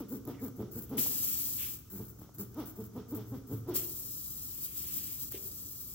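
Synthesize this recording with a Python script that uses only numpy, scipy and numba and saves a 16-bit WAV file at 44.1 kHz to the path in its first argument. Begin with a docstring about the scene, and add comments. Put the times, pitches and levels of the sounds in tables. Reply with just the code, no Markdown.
"""A spiral steel reamer is worked in a puncture in an inflated tyre, in a garage. At first its ridges
pluck the rubber by stick-slip, so each stroke grunts while air spits along the flutes. Near 1 s the
tool comes out and the hole hisses as a turbulent jet, until the tip plugs it and the strokes resume.
At 3.7 s the tool comes out again and the jet surges, then slowly sags. From 4.6 s a finger feels the
jet, and at 5.3 s it flicks off the tread with a thump."""
import sys
import numpy as np
from scipy import signal
from scipy.fft import rfft, irfft
from scipy.io import wavfile
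from scipy.ndimage import uniform_filter1d
from numba import njit

SR = 44100
rng = np.random.default_rng(int(sys.argv[2]) if len(sys.argv) > 2 else 0)


def unload_wav(signal):
    """Save mono or channel-first audio to the path in sys.argv[1] as 16-bit WAV at rate SR, clipped to [-1, 1]."""
    wavfile.write(
        sys.argv[1],
        SR,
        np.round(np.clip(np.atleast_2d(signal).T, -1, 1) * 32767).astype(np.int16),
    )


N = 261954

# Levels in the tables are relative; each source applies its own gain.
# strokes of the tool: start t/s, run-up/s, top ridge rate/Hz, level/dB, slip edge/dB, roughness (0-1)
STROKES = [ (-.038, 0.036, 312, -35.5, -1, 0.19), (.088, 0.041, 275, -35, -5.5, 0.25),
           (.248, .036, 297, -36, 2.5, 0.37), (0.394, .042, 275, -35, -4.5, .1),
           (.562, 0.044, 245, -36, -1.5, 0.44), (.728, 0.043, 241, -39, -5.5, 0.3),
           (.881, 0.047, 276, -34.5, 0.5, 0.24), (.947, 0.024, 300, -38.5, 2, .3),
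           (1.895, .05, 212, -43.5, -1, 0.51), (1.965, 0.036, 209, -40.5, -1, 0.47),
           (2.16, .055, 160, -48, 6.5, .6), (2.35, 0.057, 208, -40.5, -2, 0.41),
           (2.543, 0.045, 319, -35, 5, 0.12), (2.756, .04, 230, -39, -2.5, .3),
           (2.921, 0.051, 265, -38, 2, 0.34), (3.097, .035, 305, -34, -2.5, .15),
           (3.143, .04, 220, -43.5, 7.5, 0.52), (3.298, 0.034, 281, -36.5, -0.5, .25),
           (3.469, 0.053, 286, -36, -2, 0.53), (3.654, .042, 361, -32.5, 2.5, 0.25)]
# modes of the rubber around the hole, before stretching: f/Hz, bandwidth/Hz, level/dB
RUBBER_MODES = [(99, 39, 7), (207, 55, 3.5), (312, 72, 3), (446, 75.4, -3.5)]
# upper modes, reached by sharp slips: f/Hz, bandwidth/Hz, level/dB
EDGE_MODES = [(632, 190, -17), (966, 137, -19), (1204, 69, -21)]
# lightly damped modes of the whole carcass: f/Hz, bandwidth/Hz, level/dB
CARCASS_MODES = [(198.4, 13, -4.5), (274, 9.7, -12.5), (445, 19, -5.5)]
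# sudden releases of the rubber: t/s, thump level/dB, snap level/dB
SNAPS = [(.593, -27.5, -74), (0.979, -33.5, -42.5), (3.754, -30.5, -50), (5.344, -31, -61)]
# the tool catches on the rubber: t/s, level/dB
KNOCKS = [(.283, 6), (.483, 3), (.604, 5), (.621, 2.5), (.628, 3), (1.062, 11.5), (2.292, 1), (2.627, 5),
          (2.638, 1)]
# the shaft twists in the bore: t/s, half duration/s, f/Hz, level/dB
SQUEAKS = [(0.294, 0.02, 3560, -72), (0.349, .012, 2920, -68), (0.35, .012, 2080, -68),
           (0.395, 0.022, 2030, -66), (0.457, 0.021, 1853, -68.5), (0.48, 0.0049, 1403, -72)]
# hard shoves that make the enclosed air boom: t/s, level/dB
SHOVES = [(0.641, -48), (2.01, -50), (2.42, -47.5), (2.8, -51.5), (3.16, -42.5), (3.31, -47.5), (3.54, -39)]

# the tool is clear of the hole: out t/s, plugged t/s, jet level/dB, first surge above that/dB
OPENINGS = [(0.968, 1.78, -38.5, 7), (3.736, 6.5, -47, 14)]
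# the finger cuts into the jet (+) or shields it (-): t/s, half duration/s, level change/dB
FINGER_PASSES = [(4.649, 0.021, 5.5), (4.71, 0.034, -5), (4.792, 0.026, 2.5), (4.92, 0.0064, 1.5),
                 (4.94, 0.23, 3), (4.972, 0.039, 4), (5.073, 0.0078, 2.5), (5.14, 0.024, 1.5),
                 (5.225, 0.025, 6), (5.3, 0.0081, -6.5)]
# the jet strikes the tool or the finger: t/s, approach/s, retreat/s, level/dB
OBSTACLES = [(1.0, 0.0086, 0.072, -54.5), (1.25, 0.27, 0.29, -59), (1.603, 0.018, 0.099, -50),
             (3.762, 0.02, .082, -55), (5.04, 0.46, 0.15, -61), (5.348, 0.025, 0.029, -54)]
# air leaks along the flutes: start t/s, duration/s, level/dB
SPURTS = [(-.035, 0.039, -49), (0.079, 0.091, -51.5), (0.264, 0.059, -60), (.392, 0.097, -53.5),
          (0.553, 0.076, -61), (.708, 0.14, -51.5), (0.889, 0.075, -60), (1.779, 0.022, -57),
          (1.898, 0.13, -50.5), (2.047, .075, -56), (2.183, 0.075, -61), (2.337, 0.043, -57),
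          (2.379, 0.06, -46.5), (2.561, 0.079, -57), (2.65, 0.056, -52), (2.753, .125, -57.5),
          (2.931, 0.067, -63), (3.078, 0.06, -54.5), (3.143, 0.047, -50), (3.251, 0.13, -61.5),
          (3.465, .13, -55), (3.673, .055, -54)]
# the seal breaks and spits: t/s, level/dB
SPITS = [(.091, -46), (.168, -45), (.251, -45), (.274, -42), (.447, -40), (.481, -41.5), (.77, -55),
         (.79, -38.5), (.822, -38), (.893, -48), (1.901, -42.5), (1.958, -51), (2.383, -39), (2.543, -46.5),
         (2.656, -43), (2.839, -47), (2.852, -48), (3.107, -49), (3.148, -40), (3.547, -50), (3.676, -50),
         (3.756, -32), (3.767, -32), (5.313, -41), (5.319, -32)]
# faint whistling modes of the hole: f/Hz, bandwidth/Hz, level/dB
HOLE_MODES = [(11700, 33, -1), (12000, 41, -5), (12996, 35, -5), (14875, 39, -10), (15455, 85, -12)]

# shapes of the noise spectra: f/Hz, level/dB
OPEN_JET_SPECTRUM = [(500, -37), (1200, -21), (2100, -26.5), (3200, -17), (4500, -11), (5400, -7.5),
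                     (6200, -8), (7500, -4), (9300, -9.5), (10500, -5.5), (12100, 3), (13200, 2.5),
                     (14400, 2.5), (15500, 8.5), (16500, -7)]
PINCHED_JET_SPECTRUM = [(1500, -14), (3300, -30), (4300, -18), (6000, -16), (7500, -10), (9300, -18),
                        (11000, -9), (12500, -0.5), (14000, -4), (15500, 5), (16500, -1)]
DEFLECTED_SPECTRUM = [(500, -29), (1000, -11), (1800, 1), (2400, 6), (3300, 10), (4400, -4), (6000, 0),
                      (9000, -48)]
RUMBLE_SPECTRUM = [(40, -24), (90, -33), (170, 0.5), (300, 3.5), (420, -11.5), (600, -16.5), (1000, -22),
                   (1900, -25)]
SCRAPE_SPECTRUM = [(700, -14), (1300, 12.5), (1700, 0.5), (2100, -0.5), (2600, -3), (3300, 4), (4300, -2.5),
                   (5800, 2.5), (9000, -68)]
MURMUR_SPECTRUM = [(20, -15), (42, -9), (62, 2), (85, 1.5), (140, -3.5), (280, -8.5), (420, -15.5),
                   (620, -28), (900, -32), (1300, -23), (1800, -42), (3000, -45), (4300, -37),
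                   (6000, -26.5), (9000, -36.5), (16000, -36)]
# level difference of the jet between the sides: f/Hz, left minus right/dB
JET_BALANCE = [(2000, 1.5), (4000, -2.5), (6300, 4), (8000, 3.5), (9800, 2.5), (12200, 0), (15000, 4)]
# phase difference of the jet between the sides: f/Hz, left lead/rad
JET_PHASE = [(500, 17.5), (2000, 2.1), (3700, 1.43), (7000, 4.29), (11000, 4.46), (16000, 4.3)]
# likeness of the two sides in diffuse noise: f/Hz, coherence (0-1)
COHERENCE = [(60, 0.97), (130, 0.97), (290, 0.68), (640, 0.43), (1400, 0.78), (5000, 0.056)]


def reamer(grip=.66, creep=.36, steepness=1.5, jitter=.26, uneven_db=7, lurch_db=6, rub_db=-28):
    """Stick-slip: each ridge drags and releases the rubber, so pitch and level follow stroke speed."""
    t = seconds()
    top_rate, level_db, edge_db, roughness = np.transpose(STROKES)[2:6, :, None]
    since_peak, speed = stroke_speed()
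    power = (from_db(level_db) * speed ** steepness) ** 2
    share = power / power.sum(0)  # overlapping strokes blend by power
    # the tool breaks free already moving, then slows to a creep
    slowest = np.where(since_peak < 0, grip, creep)
    ridge_rate = top_rate * (slowest + (1 - slowest) * speed)
    blended = [(share * c).sum(0) for c in (ridge_rate, np.clip(roughness, 0, 1), edge_db)]
    rate, rough, edge_db = [np.interp(t, t[::32], c) for c in blended]
    level = np.interp(t, t[::32], np.sqrt(power.sum(0)))
    # torn rubber lets go early or late and with uneven force; every other ridge bites harder
    ridges = np.floor(np.cumsum(rate * np.exp(jitter * rough * drift(203))) / SR)
    slip_db = rough * (uneven_db * drift(450) + lurch_db * (-1) ** ridges)
    slips = np.diff(ridges, prepend=0) * from_db(slip_db)
    rubbing = from_db(rub_db) * (1 + 2 * rough) * local_rms(slips, 0.0087) * rng.standard_normal(N)
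    force = slips + rubbing
    force = force - low_pass(force, 66, order=1)
    # a faster stroke stretches the rubber and raises its modes; at 232 ridges/s they are as listed
    stretch = (rate / 232) ** 0.19
    grunt = low_pass(modal_response(force, RUBBER_MODES, stretch), 560, order=4)
    rasp = low_pass(modal_response(force, EDGE_MODES, stretch), 1650, order=4) * from_db(edge_db)
    return (grunt + rasp) * level / local_rms(grunt + rasp, 0.011)


def stroke_speed(rise_share=.5, slowing_s=.042, halt_power=1.3):
    """Kinematics of each stroke, at every 32nd sample: time since top speed, and speed (0-1)."""
    start, run_up = np.transpose(STROKES)[:2, :, None]
    since_peak = seconds()[::32] - start - run_up
    width = np.where(since_peak < 0, rise_share * run_up, slowing_s)
    return since_peak, 1 / (1 + (since_peak / width) ** 2) ** halt_power


def escaping_air(open_db=6.5, pinched_db=7, rumble_db=-16, waver_db=0.95):
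    """Flow noise: air sputters past the tool, streams from the open hole and breaks on obstacles."""
    hiss = from_db(open_db) * jet(OPEN_JET_SPECTRUM, flutter_db=1, grain_db=-0.3)
    rumble = from_db(rumble_db) * pan(diffuse_noise(RUMBLE_SPECTRUM), left_db=-6)
    obstruction = sum(from_db(db) * swell(s, approach, retreat) for s, approach, retreat, db in OBSTACLES)
    deflected = obstruction * from_db(waver_db * drift(29)) * diffuse_noise(DEFLECTED_SPECTRUM)
    return free_flow() * (hiss + rumble) + from_db(pinched_db) * spurts() + deflected


def free_flow(pop_s=0.029, surge_s=0.036, sag_db_per_s=1.32, choke_s=0.38, choke_power=0.37):
    """Orifice flow: the jet surges, sags with the pressure, is choked by the tip or stirred by a finger."""
    t, flow = seconds(), 0
    for out, plugged, db, surge_db in OPENINGS:
        age = np.maximum(t - out - pop_s, 0)
        gap = np.clip((t - out) / pop_s, 0, 1) * np.clip((plugged - t) / choke_s, 0, 1) ** choke_power
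        flow = flow + gap * from_db(db + surge_db * np.exp(-age / surge_s) - sag_db_per_s * age)
    finger_db = sum(db * swell(s, half, half) for s, half, db in FINGER_PASSES)
    return flow * from_db(finger_db)


def spurts(ends_db=-7, open_s=0.009, seal_s=0.021, seep_db=-78, puff_db=1, puff_hz=72, sputter_db=2):
    """Valve action: a flute opens the hole, air puffs as each turn passes the lip, and it seals again."""
    t, flow = seconds()[::16], from_db(seep_db)
    for start, duration, air_db in SPURTS:
        age = t - start
        gap = from_db(air_db + ends_db * (2 * np.clip(age / duration, 0, 1) - 1) ** 2)
        sealing = np.exp(-np.maximum(age - duration, 0) / seal_s)
        flow = flow + gap * np.clip(age / open_s, 0, 1) * sealing
    turns = np.cumsum(puff_hz * np.exp(0.2 * drift(22.8))) / SR
    puffs = from_db(puff_db * signal.sawtooth(2 * np.pi * turns, .25) + sputter_db * drift(25))
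    return np.interp(seconds(), t, flow) * puffs * jet(PINCHED_JET_SPECTRUM, flutter_db=0, grain_db=1)


def jet(spectrum, flutter_db, grain_db, diffuse_db=-6, shimmer_hz=10100, shimmer_db=1):
    """Turbulence: broadband hiss of unsteady level, coloured by the modes of the hole."""
    source = rng.standard_normal(N) * from_db(flutter_db * drift(55) + grain_db * drift(840))
    diffuse = from_db(diffuse_db) * local_rms(source, 0.011) * rng.standard_normal((2, N))
    hiss = tread_echoes(source) + diffuse
    # the jet wanders, so its brightest part swells and fades
    bright = colour(hiss, [(shimmer_hz / 2, -40), (shimmer_hz, 0)])
    hiss = hiss + bright * (from_db(shimmer_db * drift(14)) - 1)
    hiss = hiss + ringing(hiss, HOLE_MODES)
    sides = [[.5], [-.5]]
    lean = from_db(by_bin(JET_BALANCE) * sides) * np.exp(1j * by_bin(JET_PHASE) * sides)
    return rms_one(colour(irfft(rfft(hiss) * lean, N), spectrum))


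def snaps(thump_hz=370, width_hz=75, rise_s=0.001, shudder_db=-25, shudder_s=0.098, snap_s=0.0044):
    """Damped free vibration: released rubber thumps, snaps and shudders on."""
    thumps, shudder = np.zeros((2, N))
    for s, thump_db, _ in SNAPS:
        start = round(s * SR)
        age = seconds()[:N - start]
        onset = from_db(thump_db) * (1 - np.exp(-age / rise_s))
        thumps[start:] += onset * np.exp(-np.pi * width_hz * age) * np.sin(2 * np.pi * thump_hz * age)
        shudder[start:] += onset * from_db(shudder_db) * np.exp(-age / shudder_s)
    wall = rms_one(narrow_noise(thump_hz, width_hz=150, skirt_hz=300))
    cracks = bursts([(s, db) for s, _, db in SNAPS], snap_s)
    return thumps + shudder * wall + cracks * diffuse_noise(DEFLECTED_SPECTRUM)


def spits():
    """Pressure release: a breaking seal lets go a brief burst of air."""
    return bursts(SPITS, peak_s=0.0015) * diffuse_noise(PINCHED_JET_SPECTRUM)


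def knocks(contact_hz=1800):
    """Impulse response: short contacts ring the upper modes of the rubber."""
    contacts = np.zeros(N)
    for s, db in KNOCKS:
        contacts[round(s * SR)] = from_db(db)
    return low_pass(modal_response(contacts, EDGE_MODES), contact_hz)


def scrape(gain_db=-26, speed_power=0.65, lag_s=0.02, grain_db=0.5):
    """Abrasion: the flutes tear crumbs from the bore, louder as the stroke is faster and sharper."""
    _, speed = stroke_speed()
    level_db, edge_db = np.transpose(STROKES)[3:5, :, None]
    bites = from_db(level_db + edge_db + gain_db) * speed ** speed_power
    level = np.sqrt((bites ** 2).sum(0))
    grains = rms_one(diffuse_noise(SCRAPE_SPECTRUM) * from_db(grain_db * drift(500)))
    return np.interp(seconds() - lag_s, seconds()[::32], level) * grains


def squeaks(hoarseness_hz=290, sag_hz_per_s=6100):
    """Dry friction: steel sticks and slips on rubber in short, hoarse squeaks of falling pitch."""
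    out = 0
    for s, half, hz, db in SQUEAKS:
        pitch = hz - sag_hz_per_s * (seconds() - s)
        tone = np.sin(2 * np.pi * np.cumsum(pitch) / SR)
        hoarse = rms_one(low_pass(rng.standard_normal(N), hoarseness_hz) * tone)
        out = out + from_db(db) * swell(s, half, half) * hoarse
    return pan(out, left_db=-7)


def cavity(mode_hz=114.5, shaken_db=-14, idle_db=-60, sag_db_per_s=0.7, build_s=0.038, ring_s=0.14):
    """Cavity resonance: the air in the tyre hums at its lowest mode, driven by strokes and shoves."""
    t = seconds()
    _, speed = stroke_speed()
    shaking = (from_db(np.array(STROKES)[:, 3:4] + shaken_db) * speed).sum(0)
    pole = np.exp(-1 / (ring_s * SR))
    shaken = signal.lfilter([1 - pole], [1, -pole], np.interp(t, t[::32], shaking))
    booms = 0
    for s, db in SHOVES:
        build = np.clip(1 + (t - s) / build_s, 0, 1)
        booms = booms + from_db(db) * build * np.exp(-np.maximum(t - s, 0) / ring_s)
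    idle = from_db(idle_db - sag_db_per_s * t)
    level = np.sqrt(shaken ** 2 + booms ** 2 + idle ** 2)
    hum = narrow_noise(mode_hz, width_hz=7, skirt_hz=28)
    return level * hum / local_rms(hum, 0.041)


def tread_echoes(x, echo_db=-12, spread_s=.005, sway_s=.0001, count=6):
    """Comb filtering: tread blocks and the moving hand add short echoes, different on each side."""
    t = seconds()
    sway = sway_s * drift(1.27)
    echoes = np.zeros((2, N))
    for side, lags in enumerate(rng.uniform(0.000264, spread_s, (2, count))):
        for k, lag in enumerate(lags):
            echoes[side] += (-1) ** k * np.interp(t - lag - (k % 3) * sway, t, x)
    return x + from_db(echo_db) * echoes


def garage(x, t60_s=0.88, first_echo_s=0.012):
    """Reverberation: bare walls and a concrete floor return a dull, exponentially decaying tail."""
    decay = from_db(-60 * seconds() / t60_s) * (seconds() > first_echo_s)
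    tail = diffuse_noise([(20, -20), (150, 0), (500, 0), (1500, -4), (16000, -12)]) * decay
    low_gain = np.sqrt(np.mean(np.abs(rfft(tail, SR)[:, 150:500]) ** 2))  # over 150-500 Hz
    return signal.fftconvolve(x, tail[:, :SR] / low_gain, axes=1)[:, :N]


def diffuse_noise(spectrum):
    """Partial coherence: stereo noise, alike on both sides in the bass and unrelated in the treble."""
    mid, side = rfft(rng.standard_normal((2, N)))
    alike = np.clip(by_bin(COHERENCE), -1, 1)
    pair = np.sqrt(1 + alike) * mid + np.sqrt(1 - alike) * side * [[1], [-1]]
    return rms_one(colour(irfft(pair, N), spectrum))


def modal_response(x, modes, stretch=1):
    """Superposition of modes with alternating signs, their frequencies scaled by the stretch."""
    rad_per_hz = 2 * np.pi * stretch * np.ones(N) / SR
    return sum((-1) ** k * from_db(db) * glide(x + 1e-18, hz * rad_per_hz, np.exp(-np.pi * width / SR))
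               for k, (hz, width, db) in enumerate(modes))


@njit
def glide(x, turn, radius):
    """Time-varying resonance of unit peak gain, centred on turn (radians per sample)."""
    out, state = np.zeros(len(x)), 0j
    for i in range(len(x)):
        state = state * radius * np.exp(1j * turn[i]) + x[i]
        out[i] = 2 * (1 - radius) * state.real
    return out


def ringing(x, modes):
    """Forced vibration of modes of constant frequency."""
    return sum(from_db(db) * resonate(x, hz, width) for hz, width, db in modes)


def resonate(x, hz, width_hz):
    """Two-pole resonance of unit peak gain."""
    r = np.exp(-np.pi * width_hz / SR)
    feedback = [1, -2 * r * np.cos(2 * np.pi * hz / SR), r * r]
    return signal.lfilter(np.array([1, 0, -1]) * (1 - r * r) / 2, feedback, x + 1e-18)


def narrow_noise(hz, width_hz, skirt_hz):
    """Random excitation of two resonances in series; the wider one steepens the skirts."""
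    return resonate(resonate(rng.standard_normal(N), hz, width_hz), hz, skirt_hz)


def low_pass(x, hz, order=2):
    """Attenuation above a cutoff frequency."""
    return signal.sosfilt(signal.butter(order, hz, fs=SR, output="sos"), x)


def colour(x, spectrum):
    """Spectral shaping by (f/Hz, level/dB) points."""
    return irfft(rfft(x) * from_db(by_bin(spectrum)), N)


def by_bin(points):
    """Interpolation of (f/Hz, value) points on a log axis, for every frequency bin."""
    hz, value = np.transpose(points)
    return np.interp(np.log(np.fft.rfftfreq(N, 1 / SR) + 1), np.log(hz), value)


def drift(corner_hz):
    """Random fluctuation of unit power, mostly below the corner frequency."""
    hz = np.fft.rfftfreq(N, 1 / SR)
    return rms_one(irfft(rfft(rng.standard_normal(N)) / (1 + (hz / corner_hz) ** 2), N))


def bursts(rows, peak_s):
    """Critically damped envelopes: each (t/s, level/dB) row peaks after peak_s and dies away."""
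    ages = [(np.clip((seconds() - s) / peak_s, 0, 40), db) for s, db in rows]
    return sum(from_db(db) * age * np.exp(1 - age) for age, db in ages)


def swell(s, rise_s, fall_s):
    """Bell-shaped envelope of height 1 at time s."""
    since = seconds() - s
    return np.exp(-np.minimum((since / np.where(since < 0, rise_s, fall_s)) ** 2, 40))


def pan(x, left_db):
    """Level difference between the sides, left minus right."""
    return x * from_db(np.array([[left_db], [-left_db]]) / 2)


def local_rms(x, window_s):
    """Running root-mean-square amplitude."""
    size = int(window_s * SR) + 1
    return np.sqrt(np.abs(uniform_filter1d(uniform_filter1d(x * x, size), size)) + 1e-14)


def rms_one(x):
    """Normalisation to unit power."""
    return x / np.sqrt(np.mean(x ** 2) + 1e-20)


def from_db(db):
    """Amplitude ratio of a level in decibels."""
    return 10 ** (np.asarray(db) / 20)


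def seconds():
    """Time of every sample."""
    return np.arange(N) / SR


def scene():
    """Superposition: direct sound of tool, tyre and air, then the garage's reverberation and murmur."""
    rubber = from_db(-1.36) * reamer() + snaps() + spits() + knocks()
    carcass = ringing(rubber, CARCASS_MODES)
    direct = pan(rubber, left_db=0.3) + carcass + scrape() + squeaks() + escaping_air()
    hum = cavity()
    reverberation = from_db(-6) * garage(direct)
    murmur = from_db(-55.5) * diffuse_noise(MURMUR_SPECTRUM)
    return direct + hum + reverberation + murmur


def record(dry):
    """Band limiting: a steep elliptic low-pass at 15850 Hz."""
    return signal.sosfilt(signal.ellip(12, .1, 75, 15850, fs=SR, output="sos"), dry)


dry = scene()
out = record(dry)
unload_wav(out)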